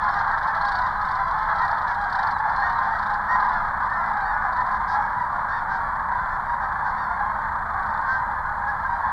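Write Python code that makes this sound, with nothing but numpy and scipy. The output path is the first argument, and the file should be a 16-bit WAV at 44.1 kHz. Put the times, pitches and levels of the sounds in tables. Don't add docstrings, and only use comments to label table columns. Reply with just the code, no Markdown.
import sys
import numpy as np
from scipy import signal
from scipy.fft import rfft, irfft, next_fast_len
from scipy.io import wavfile
from scipy.ndimage import uniform_filter1d

SR = 44100
rng = np.random.default_rng(int(sys.argv[2]) if len(sys.argv) > 2 else 0)


def persist_wave(psi):
    counts = np.round(np.clip(psi, -1, 1) * 32767).astype(np.int16)
    wavfile.write(sys.argv[1], SR, np.atleast_2d(counts).T)


def undo_db(level):
    steps = np.asarray(level, float) / 20
    return 10 ** steps


N = 402191


def evened(x):
    return x / np.sqrt(np.mean(x ** 2) + 1e-20)


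def steadied(x):
    return x / np.sqrt(abs(uniform_filter1d(x ** 2, size=5000)))


def read(points, hz):
    f, value = np.transpose(points)
    return np.interp(np.log(hz + 1), np.log(f + 1), value, left=-150, right=-150)


def curve(rows, column):
    return np.interp(np.arange(N) / SR, *np.transpose(rows)[[0, column]])


def colour(x, points):
    size = next_fast_len(N)
    gain = undo_db(read(points, np.fft.rfftfreq(size, 1 / SR)))
    return irfft(rfft(x, size) * gain, size)[:N]


def add(mix, s, sound):
    part = mix[max(round(s * SR), 0):][:len(sound)]
    part += sound[:len(part)]


def arch(length, start_hz, mid_hz, end_hz, wobble):
    u = np.linspace(-1, 1, round(length * SR))
    hz = mid_hz + (start_hz - mid_hz) * u * (u - 1) / 2 + (end_hz - mid_hz) * u * (u + 1) / 2
    shake = np.interp(np.arange(len(u)) / 120, np.arange(100), rng.standard_normal(100))
    return hz, np.cumsum(hz * (1 + wobble * shake)) / SR


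def pulses(turns, count):
    half = np.pi * turns
    return (np.sin((2 * count + 1) * half) / (np.sin(half) + 1e-9) - 1) / 2


def valley(x, t60, wet_db):
    t = np.arange(SR // 3) / SR
    tail = rng.standard_normal(len(t)) * undo_db(-60 * t / t60) * (t > .004)
    return x + undo_db(wet_db) * signal.oaconvolve(x, tail / np.linalg.norm(tail))[:N]


# f/Hz, level/dB
RUMBLE = [(8.8, -34.5), (15, 3.5), (32, 0.5), (79, -5), (177, -9.5), (210, -11), (245, -17.5), (402, -25),
          (522, -17.5), (600, -11.5), (780, -21.5), (1320, -120)]
RUMBLE_DB = -39.5
# f/Hz, level/dB
HISS = [(2400, -11), (5000, -18), (6500, -1.3), (8500, -2), (10000, -3), (12000, -4.5), (13000, -7),
        (14000, -20), (14500, -27)]
HISS_DB = -70
# t/s, first order level/dB, third order level/dB
ENGINE = [(0.0, -50, -54.5), (1.4, -58, -61), (2.5, -48, -56.5), (3.4, -53.5, -49), (6.04, -48, -52.5),
          (6.6, -46, -59), (6.85, -49, -52.5), (7.87, -43.5, -49), (8.6, -43, -63), (9.12, -43, -50)]
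FIRING_HZ = 70.86


def floor():
    rumble, hiss, sway = rng.standard_normal((3, N))
    turns = np.cumsum(FIRING_HZ + .8 * evened(uniform_filter1d(sway, size=4000))) / SR
    engine = undo_db(curve(ENGINE, 1)) * np.sin(2 * np.pi * turns)
    engine += undo_db(curve(ENGINE, 2)) * np.sin(6 * np.pi * turns)
    rumble = undo_db(RUMBLE_DB) * evened(colour(rumble, RUMBLE))
    hiss = undo_db(HISS_DB) * evened(colour(hiss, HISS))
    return rumble + hiss + 1.12 * engine


def crowd(count, spread_db, rattlers, depth, wobble):
    lead_in = .2
    bars = np.zeros((6, N + SR))
    for at, voice, long, far, beat, rise, fall, bar in rng.random((count, 8)):
        hz = 1060 * .23 ** voice ** 1.3
        start_hz, end_hz = hz * (1 - 0.09 * rise), hz * (1 - 0.1185 * fall)
        turns = arch(0.0588 + 0.1291 * long, start_hz, hz, end_hz, wobble)[1]
        beats = 2 * np.pi * (24 + 7 * rise) * np.arange(len(turns)) / SR
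        rattling = beat < rattlers
        turns = turns + rattling * hz * 0.00059 * np.cos(beats)
        gate = 1 - rattling * depth * (1 - np.maximum(-np.cos(beats), 0))
        source = pulses(turns + far, int(7600 / hz)) * np.sqrt(hz / 7600)
        sound = source * gate * np.sqrt(np.hanning(len(turns)))
        add(bars[int(6 * bar)], at * (N / SR + lead_in), undo_db(spread_db * far) * sound)
    return bars[:, round(lead_in * SR):][:, :N]


# t/s, level/dB, lead of the nearest sandbars/dB
FLOCK = [(0.0, -22, 0.5), (1.47, -24.5, 2.3), (1.5, -20, 0.5), (1.98, -25, 2), (2.28, -21, 0.1),
         (2.36, -23.5, -3), (2.67, -21.5, 2.5), (3.28, -24.5, 1), (3.3, -20.5, 2), (3.71, -24, 0.7),
         (4.37, -23, -3), (4.83, -24.5, 1.5), (4.98, -21.5, -0.5), (5.05, -25, 1), (8.05, -25, 1.5),
         (8.1, -26, 7), (8.23, -26.5, 1.5), (9.12, -25.5, 4.2)]
# f/Hz, level/dB
ROAR = [(210, -56), (350, -34), (412, -33), (523, -28), (688, -7.5), (809, 2.5), (993, 6), (1420, -1),
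        (1630, 1), (1890, -10.5), (2350, -29), (2590, -51.5), (2700, -48), (3510, -71.5), (5940, -120)]
# f/Hz, level/dB
UPPER = [(2400, -25.5), (2650, -28.5), (3000, -8.5), (3500, 0), (3800, -4), (4150, -1.3), (4700, -5.5),
         (5100, -13), (5800, -14), (6500, -28.5), (7500, -35.5)]
UPPER_DB, UPPER_FADE_DB_PER_S = -32, 0.73


def flock():
    bars = crowd(count=1050, spread_db=8.5, rattlers=.75, depth=.85, wobble=.015)
    bars = np.array([valley(bar, 0.86, -7.0) for bar in bars])
    fused = rng.standard_normal(N)
    voices = steadied(evened(bars.sum(0)) + undo_db(-1.0) * fused)
    nearer = steadied(evened(bars[:3].sum(0)) + undo_db(-3.5) * fused)
    low = [(hz, db - 7.2 * min(np.log2(hz / 700), 0)) for hz, db in ROAR]
    roar = undo_db(curve(FLOCK, 1) - 0.03) * evened(colour(voices, low))
    fade_db = UPPER_FADE_DB_PER_S * np.arange(N) / SR
    upper_db = curve(FLOCK, 1) + curve(FLOCK, 2) + UPPER_DB - fade_db
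    return roar + undo_db(upper_db) * evened(colour(nearer, UPPER))


# first pulse t/s, last pulse t/s, pulses, peak level/dB
RATTLES = [(.0363, .1895, 4, -38), (.2723, .3122, 2, -41), (.38, .4738, 3, -39), (.5492, .6125, 2, -39),
           (.6499, .7861, 5, -33.5), (.816, .8644, 2, -38), (1.0136, 1.0859, 3, -40),
           (1.1124, 1.1513, 2, -38), (1.278, 1.3089, 2, -42), (1.3857, 1.4262, 2, -40),
           (1.5549, 1.7095, 6, -37.5), (1.7823, 1.8163, 2, -42), (1.8761, 1.943, 2, -41),
           (2.0123, 2.0403, 2, -42), (2.0971, 2.0971, 1, -39), (2.1251, 2.152, 2, -33),
           (2.1894, 2.3087, 4, -35), (2.3825, 2.3825, 1, -41), (2.4942, 2.5272, 2, -43),
           (2.5601, 2.599, 2, -38), (2.6953, 2.7247, 2, -39), (2.7881, 2.83, 2, -43),
           (2.9901, 3.1363, 5, -40), (7.79, 8.01, 7, -48), (3.4012, 3.5334, 4, -39),
           (3.8566, 3.934, 3, -44), (4.0577, 4.2053, 5, -45), (4.5266, 4.6039, 3, -43),
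           (4.6643, 4.7122, 2, -44), (5.4879, 5.4879, 1, -45)]
# f/Hz, level/dB
BURST = [(2500, -35.5), (3000, -8.5), (3600, 2.5), (4300, 0.5), (5000, -1), (5800, -11.5), (6500, -20)]
# f/Hz, level/dB
NEAR_LOW = [(250, -50), (600, -30), (900, -13), (1300, -15), (1600, -7), (1800, 0), (1950, -3), (2200, -20),
            (2600, -38)]
RING_HZ, RING_SPREAD_HZ, UNEVEN_DB = 4150, 400, 1.2
TOP_DB, TOP_LAG = -25.5, .5


def rattles():
    burst, top, ring = np.zeros((3, N))
    t = np.arange(1400) / SR
    shape = 1.3 * (1 - np.exp(-t / .004)) * np.exp(-(t / .012) ** 2)
    beats = [(s, db) for first, last, count, db in RATTLES for s in np.linspace(first, last, count)]
    for (s, peak_db), (strong, tuned, bright) in zip(beats, rng.uniform(-1, 1, (len(beats), 3))):
        db, hz = peak_db + UNEVEN_DB * strong, RING_HZ + RING_SPREAD_HZ * tuned
        top_db = TOP_DB - TOP_LAG * (db + 40) + 2 * bright
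        turns = arch(len(t) / SR, 502, 650, 610, .05)[1]
        rough = evened(evened(pulses(turns, count=16)) + 0.84 * rng.standard_normal(len(t)))
        drive = undo_db(db) * shape * rough
        add(burst, s - .002, drive)
        add(top, s - .002, undo_db(top_db) * drive)
        add(ring, s - .002, undo_db(db) * shape * np.sin(2 * np.pi * hz * t * (.93 + 5.0 * t)))
    upper = undo_db(-2.0) * colour(burst, BURST) + undo_db(-7.0) * ring
    top = undo_db(7.5) * colour(top, [(6200, -22), (7000, -4.0), (8700, -0.8), (9700, -16.5)])
    body = undo_db(12.0) * colour(burst, NEAR_LOW)
    return valley(upper + top + body, .14, -9.0)


def flat_top(size):
    return signal.windows.tukey(size, .65)


# t/s, length/s, f/Hz, strongest low partial/dB, strongest upper partial/dB
ARCHED = [(.09, .06, 1072, -44, -54), (1.6, .08, 949, -31, -61), (2.61, .09, 931, -26, -60),
          (2.89, .11, 950, -36, -60), (3.27, .12, 940, -25.5, -57), (3.86, .15, 905, -33, -68),
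          (4.02, .11, 1005, -35, -70), (4.56, .08, 911, -32, -64), (4.98, .11, 555, -34, -65),
          (6.29, .09, 880, -35, -65), (6.6, .07, 920, -40, -65)]
FALLING = [(.14, .06, 940, -36, -56), (.18, .05, 835, -34, -54), (.3, .07, 920, -34, -63),
           (.47, .06, 855, -32, -58), (.82, .07, 940, -36, -57), (1.86, .08, 567, -30, -58),
           (3.54, .08, 853, -33, -61), (3.79, .05, 850, -35, -65), (3.94, .09, 1030, -38, -62),
           (4.0, .06, 915, -44, -64), (5.49, .13, 870, -36, -66), (6.41, .17, 759, -39, -70),
           (8.93, .05, 860, -44, -67)]
DEEP = [(4.39, .11, 421, -29, -68), (4.7, .09, 421, -31, -63), (4.86, .12, 272, -32, -56),
        (5.48, .05, 407, -27, -66), (5.69, .1, 269, -32, -61), (6.83, .1, 264, -31, -64),
        (8.05, .16, 262, -23, -62), (8.67, .05, 422, -24, -65), (8.84, .04, 401, -27, -68)]
SWOOPS = [(4.225, .135, 934, -38, -57), (5.49, .135, 922, -37, -57), (6.95, .135, 925, -38, -57)]
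BENDS = [
    (.925, .945, 2.5, 0),
    (1.025, .925, 0, 2),
    (.95, .985, 6, 2),
    (.92, .865, 0, 9),
]
# f/Hz, level/dB
NEAR_HIGH = [(2500, -24), (2800, -12), (3300, -5), (3700, -2), (4000, -5), (4500, -1), (5500, -7),
             (6300, -14), (7000, -22), (8500, -21), (9500, -32)]
# t/s, length/s, middle f/Hz, end f/Hz, level/dB
WHISTLES = [(0.562, 0.016, 4230, 4930, -53), (0.603, 0.031, 4260, 4900, -45.5),
            (0.663, 0.022, 4450, 5000, -44), (0.708, 0.1, 4510, 4000, -51), (0.915, 0.033, 4200, 4350, -59),
            (.96, 0.035, 4030, 3950, -56), (2.282, 0.11, 4100, 3650, -53.5),
            (2.525, 0.16, 4200, 4320, -51.5), (2.73, 0.08, 3980, 3350, -54),
            (4.203, 0.081, 4370, 4400, -57), (4.52, 0.039, 4250, 4700, -61.5),
            (4.55, .032, 4000, 4700, -57.5), (8.421, 0.15, 1472, 1490, -33), (4.333, .025, 5300, 5050, -65),
            (4.717, 0.069, 3730, 3550, -60)]
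SCOOP = .975


def bugles():
    out = np.zeros(N)
    for notes, (start, end, thin, dull) in zip((ARCHED, FALLING, DEEP, SWOOPS), BENDS):
        for s, length, mid_hz, low_db, high_db in notes:
            hz, turns = arch(length, start * mid_hz, mid_hz, end * mid_hz, 0.0053)
            k = np.arange(1, 9500 // mid_hz)[:, None]
            size, sharp = (1.13, 1.6) if mid_hz < 500 else (1, 1)
            khz = k * hz / 1000
            loss_db = thin * np.maximum(4.3 - khz, 0) + dull * np.maximum(khz - 4.8, 0)
            weight = undo_db(read(NEAR_HIGH, k * hz) + high_db - loss_db)
            weight *= undo_db(1.8 * rng.standard_normal(40)[:len(k), None])
            weight += undo_db(sharp * read(NEAR_LOW, k * hz * size) + low_db)
            partials = weight * np.sin(2 * np.pi * k * turns)
            add(out, s, partials.sum(0) * flat_top(len(hz)))
    for s, length, mid_hz, end_hz, db in WHISTLES:
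        turns = arch(length, SCOOP * mid_hz, mid_hz, end_hz, 0.0072)[1]
        add(out, s, undo_db(db) * np.sin(2 * np.pi * turns) * signal.windows.tukey(len(turns), .6))
    return np.sqrt(2) * valley(out, .2, -8.0)


def scene():
    return (floor() + flock() + rattles() + bugles())[None]


def roll_off(x):
    return signal.sosfilt(signal.butter(12, 14400, fs=SR, output="sos"), x)


def record(dry):
    return roll_off(dry)


dry = scene()
out = record(dry)
persist_wave(out)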